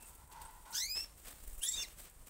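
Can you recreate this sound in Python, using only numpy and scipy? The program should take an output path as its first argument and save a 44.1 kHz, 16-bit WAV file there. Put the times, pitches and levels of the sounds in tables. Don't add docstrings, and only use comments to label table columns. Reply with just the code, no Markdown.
import sys
import numpy as np
from scipy import signal
from scipy.fft import rfft, irfft
from scipy.io import wavfile

SR = 44100
rng = np.random.default_rng(int(sys.argv[2]) if len(sys.argv) > 2 else 0)


def generate_wav(sig):
    pcm = np.round(np.clip(np.atleast_2d(sig).T, -1, 1) * 32767).astype(np.int16)
    wavfile.write(sys.argv[1], SR, pcm)


def elevation(decibels):
    levels = np.asarray(decibels, float)
    return 10 ** (levels / 20)


N = 101165
T = np.arange(N) / SR
BIN_HZ = np.arange(N // 2 + 1) * SR / N


def shape(points, hz):
    p = np.array(points)
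    return np.interp(np.log(np.maximum(hz, 1)), np.log(p[:, 0]), p[:, 1], left=-90)


def filtered_noise(gain):
    y = irfft(rfft(rng.standard_normal(N)) * gain, N)
    return y / y.std()


def noise(points):
    return filtered_noise(elevation(shape(points, BIN_HZ)))


def ring(hz, width_hz):
    return filtered_noise(1 / (1 + (2 * (BIN_HZ - hz) / width_hz) ** 2))


def walk(hz):
    return ring(0, 2 * hz)


def burst(start, rise, t60, bend=1):
    u = T - start
    attack = np.sin(np.clip(u / max(rise, 1e-4), 0, 1) * np.pi / 2) ** 2
    return attack * elevation(-60 * (np.maximum(u - rise, 0) / t60) ** bend)


# f/Hz, level/dB
HISS_COLOUR = [(250, 0), (978, -4), (4300, -17), (6500, -13.5), (8400, -2), (10500, -11.5), (15500, -11)]
# f/Hz, level/dB
RUMBLE_COLOUR = [(18, 2), (45, 0.5), (83, -8), (114, -20.5), (155, -12.5), (200, -21.5)]


def background():
    hiss = elevation(-65.5 + 1.3 * walk(5.6)) * noise(HISS_COLOUR)
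    rumble = elevation(-60 + 2.43 * walk(12)) * noise(RUMBLE_COLOUR + [(400, -40)])
    return hiss + rumble


# t/s, rise/s, fade t60/s, level/dB, share of low colour/0-1
SWISHES = [(0, 0.01, 0.71, -54, .3), (0.308, 0.011, 0.95, -62.5, 1), (.41, 0.0083, .3, -56.5, 0.34),
           (.65, 0.0076, 1, -60.5, 0.78), (.703, .006, 0.088, -51, 0), (0.946, 0.011, 0.34, -47.5, 0.72),
           (1.233, 0.041, .3, -49, 0.45), (1.379, 0.013, 0.6, -60.5, 0.34),
           (1.728, 0.07, 0.27, -49.5, 0.65), (1.96, 0.04, 0.32, -51, 0.32),
           (2.047, 0.0059, 0.12, -58.5, 0.97), (2.253, 0.021, 0.19, -56, 0.4),
           (1.869, 0.0067, 0.74, -62, 0.4), (0.501, .04, 1, -66.5, 0), (1.158, 0.023, 0.9, -57.5, 0.28),
           (1.62, 0.035, 1, -62.5, 0.3), (1.47, .03, 1, -68, 0.9)]
# f/Hz, level/dB
BRIGHT_COLOUR = [(200, 3), (1000, -10.5), (5000, -19.5), (7000, -3.5), (8400, 4), (10000, -4.5),
                 (15500, -1)]
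# f/Hz, level/dB
DULL_COLOUR = [(100, -8.5), (400, 0.5), (1200, 0), (3000, -0.5), (6000, -4), (8400, -4), (15500, -11)]


def swishes():
    bright, dull = noise(BRIGHT_COLOUR), noise(DULL_COLOUR)
    out = 0
    for start, rise, t60, db, dull_share in SWISHES:
        dull_share = np.clip(dull_share, 0, 1)
        friction = (1 - dull_share) * bright + dull_share * dull
        out = out + elevation(db) * burst(start, rise, t60, bend=1.283) * friction
    return out


# t/s, level/dB
DRAG = [
    (0, -71.5),
    (.25, -70),
    (0.292, -64),
    (0.344, -49),
    (.43, -59.5),
    (.5, -62),
    (.64, -65.5),
    (0.679, -54.5),
    (0.848, -75.5),
]
# f/Hz, bandwidth/Hz, level/dB
FEEDER_MODES = [
    (890, 96, -5.5),
    (966, 178, -3),
    (1430, 270, -12.5),
    (1975, 140, -18),
]


def feeder_drone():
    body = sum(elevation(db) * ring(hz, width_hz) for hz, width_hz, db in FEEDER_MODES)
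    t, db = np.array(DRAG).T
    return body / body.std() * elevation(np.interp(T, t, db, right=-100) + 3.5 * walk(18))


# f/Hz, level/dB
BREATH_COLOUR = [(800, -17), (2000, -13), (5000, -2), (8000, 10), (11000, -4), (15500, 0)]


def voice(rows, partial_db, count):
    breath_db, rough_hz, edge_s = 1.5, 456, 0.0043
    flicker_db, fray = 0.8147, 0.2
    t, *tracks = np.array(rows).T
    hz, db, rough, tilt_db = (np.interp(T, t, track) for track in tracks)
    gate = np.clip(np.minimum(T - t[0] + edge_s, t[-1] + edge_s - T) / edge_s, 0, 1)
    jitter = 1 + 0.00427 * walk(58)
    phase = 2 * np.pi * np.cumsum(hz * jitter) / SR

    gains = []
    for k in range(1, count + 1):
        gains.append(elevation(partial_db(k, hz) + tilt_db * (k - 2)) * (k * hz < 16000))
    gains = np.array(gains)
    gains = gains / np.sqrt((gains ** 2).sum(axis=0) / 2)

    out = np.clip(rough, 0, 1) * elevation(breath_db) * noise(BREATH_COLOUR)
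    for k, gain in enumerate(gains, 1):
        share = np.clip(rough * (1 + fray * k), 0, 1)
        steady = np.sin(k * phase)
        shake = walk(rough_hz * k / 4) * np.sin(k * phase) + walk(rough_hz * k / 4) * np.cos(k * phase)
        partial = np.sqrt(1 - share ** 2) * steady + share * shake / np.sqrt(2)
        out = out + gain * elevation(flicker_db * k * walk(42)) * partial
    return gate * elevation(db) * out


# start t/s, end t/s, start f/Hz, end f/Hz, level/dB
THIN_NOTES = [
    (1.76, 1.832, 6285, 6335, -50),
    (0, .06, 2670, 2680, -70),
    (1.63, 1.71, 1780, 2030, -62),
    (1.63, 1.668, 3560, 3850, -51),
    (.04, .21, 1360, 1335, -74),
]


def thin_notes():
    out = 0
    for t0, t1, hz0, hz1, db in THIN_NOTES:
        glide = [(t0, hz0, db - 1, 0.3, 0), (t1, hz1, db, 0.25, 0)]
        out = out + voice(glide, lambda k, hz: 0, count=1)
    return out


# t/s, peak level/dB
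CLAW_TICKS = [(0.022, -39), (0.0772, -40), (0.0944, -45), (0.1488, -41), (0.2389, -57), (0.2748, -49),
              (0.3, -46.5), (0.3242, -42), (0.401, -52), (0.417, -42), (0.5072, -45), (1.0284, -34.5),
              (1.1722, -63), (1.4014, -49.5), (1.4226, -56), (1.9255, -46), (2.0504, -40), (2.097, -42),
              (2.269, -43)]


def claw_ticks():
    hits = sum(elevation(db - 11) * burst(t, 0.0011, 0.051) for t, db in CLAW_TICKS)
    return noise(BRIGHT_COLOUR) * hits


# t/s, level/dB
HUSKS = [
    (.054, -54),
    (0.448, -52),
]


def husk_chinks():
    return ring(8500, 1100) * sum(elevation(db) * burst(t, 0.0034, 0.14) for t, db in HUSKS)


# t/s, pitch f/Hz, level/dB, roughness/0-1, overtone tilt/dB per partial
RISING_CALL = [
    (.728, 1358, -54.5, 0.77, -0.5),
    (.752, 1552, -41, .45, 1),
    (.79, 1838, -43, 0.38, 0.5),
    (.833, 2115, -39.5, 0.07, 0),
    (.877, 2342, -49.5, 0.1, 0.5),
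    (.915, 2512, -43.5, 0, 0.5),
    (.965, 2586, -41, 0, -3.5),
    (.995, 2705, -40, 0.15, 1),
    (1.042, 2720, -57.5, 0.2, -3),
]
# f/Hz, level/dB
THROAT = [(1300, -4), (2600, -9.5), (3600, 0.5), (4600, -1.5), (5400, 5.5), (6500, -3), (9500, -17),
          (15500, -13)]


def rising_call():
    call = voice(RISING_CALL, lambda k, hz: shape(THROAT, k * hz), count=9)
    echo_s, echo_db = 0.021, -4
    return call + elevation(echo_db) * np.roll(call, int(echo_s * SR))


# t/s, level/dB
WING_STROKES = [
    (1.423, -46.5),
    (1.475, -39),
    (1.527, -41),
    (1.578, -40.5),
]


def wing_beats(grain):
    def pulse(centre, width_s):
        return np.exp(-((T - centre) / width_s) ** 2 / 2)

    air = rustle = 0
    for t, db in WING_STROKES:
        push = pulse(t + 0.005, 0.0039)
        rebound = pulse_rebound(t, 0.0088)
        air = air + elevation(db) * (0.55 * rebound - push)
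        rustle = rustle + elevation(db - 12.5) * burst(t, 0.0016, 0.3)
    return air + noise(BRIGHT_COLOUR) * rustle * grain


def pulse_rebound(t, width_s):
    return np.exp(-((T - t - 0.02) / width_s) ** 2 / 2)


# t/s, pitch f/Hz, level/dB, roughness/0-1, overtone tilt/dB per partial
HELD_VOICE = [(1.612, 1330, -59.5, .2, 2), (1.628, 1580, -47.5, 0.5, -12), (1.65, 1669, -46.5, 0.36, -9),
              (1.675, 1759, -42.5, 0.35, 7), (1.695, 1850, -54, 0.25, -7), (1.74, 1865, -43.5, 0.16, -1.5),
              (1.772, 1851, -46.5, 0.17, -1), (1.786, 1773, -46.5, 0.18, -4), (1.832, 1764, -53, 0.2, 4.5)]
HELD_PARTIALS = [-30, 0, -22, -8, -28]


def held_voice():
    return voice(HELD_VOICE, lambda k, hz: HELD_PARTIALS[k - 1], count=len(HELD_PARTIALS))


# t/s, pitch f/Hz, level/dB, roughness/0-1, overtone tilt/dB per partial
UPPER_VOICE = [(1.62, 1566, -51, 0.66, 32), (1.635, 1680, -44.5, 1, 20), (1.658, 1740, -47, 1, 9),
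               (1.675, 1816, -45.5, 0.54, -5.5), (1.688, 1881, -32.5, 0.15, 1.5),
               (1.705, 1897, -47, 0.45, 3), (1.73, 1853, -44.5, 0.51, -1), (1.77, 1833, -52.5, 0.58, 5.5),
               (1.81, 1880, -62, 0.74, 9)]
UPPER_PARTIALS = [-30, -18, -10, 0, -24, -24]


def upper_voice():
    return voice(UPPER_VOICE, lambda k, hz: UPPER_PARTIALS[k - 1], count=len(UPPER_PARTIALS))


# t/s, pitch f/Hz, level/dB, roughness/0-1, overtone tilt/dB per partial
FALLING_WHISTLE = [(1.715, 2200, -57, .4, 4), (1.74, 2310, -58.5, 0.39, 5), (1.768, 2460, -56, .3, 8),
                   (1.78, 2716, -60, .2, -11), (1.797, 2790, -43.5, 0.17, -2.5),
                   (1.812, 2776, -44, 0.15, 5), (1.826, 2780, -40.5, 0.48, 5.5),
                   (1.838, 2200, -47.5, 0.5, 0), (1.856, 1925, -55.5, 0.43, -5)]
WHISTLE_PARTIALS = [-4, 0, -40]


def falling_whistle():
    return voice(FALLING_WHISTLE, lambda k, hz: WHISTLE_PARTIALS[k - 1], count=len(WHISTLE_PARTIALS))


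def room(x):
    t = T[:SR // 2]
    response = 0
    for t60, db in (0.025, -6), (0.23, -11.5):
        tail = rng.standard_normal(len(t)) * elevation(-60 * t / t60) * (t > 0.002)
        response = response + elevation(db) * tail / np.sqrt((tail ** 2).sum())
    return x + signal.fftconvolve(x, response)[:N]


def scene():
    grain = elevation(2.24 * walk(85))
    cage = (swishes() + claw_ticks() + husk_chinks()) * grain
    birds = thin_notes() + rising_call() + held_voice() + upper_voice() + falling_whistle()
    return (background() + cage + feeder_drone() + room(birds) + wing_beats(grain))[None]


def roll_off(x):
    return signal.sosfilt(signal.butter(12, 16320, fs=SR, output="sos"), x)


def record(dry):
    low_pass = signal.ellip(10, 0.2, 70, 15700, fs=SR, output="sos")
    return roll_off(signal.sosfilt(low_pass, dry))


dry = scene()
out = record(dry)
generate_wav(out)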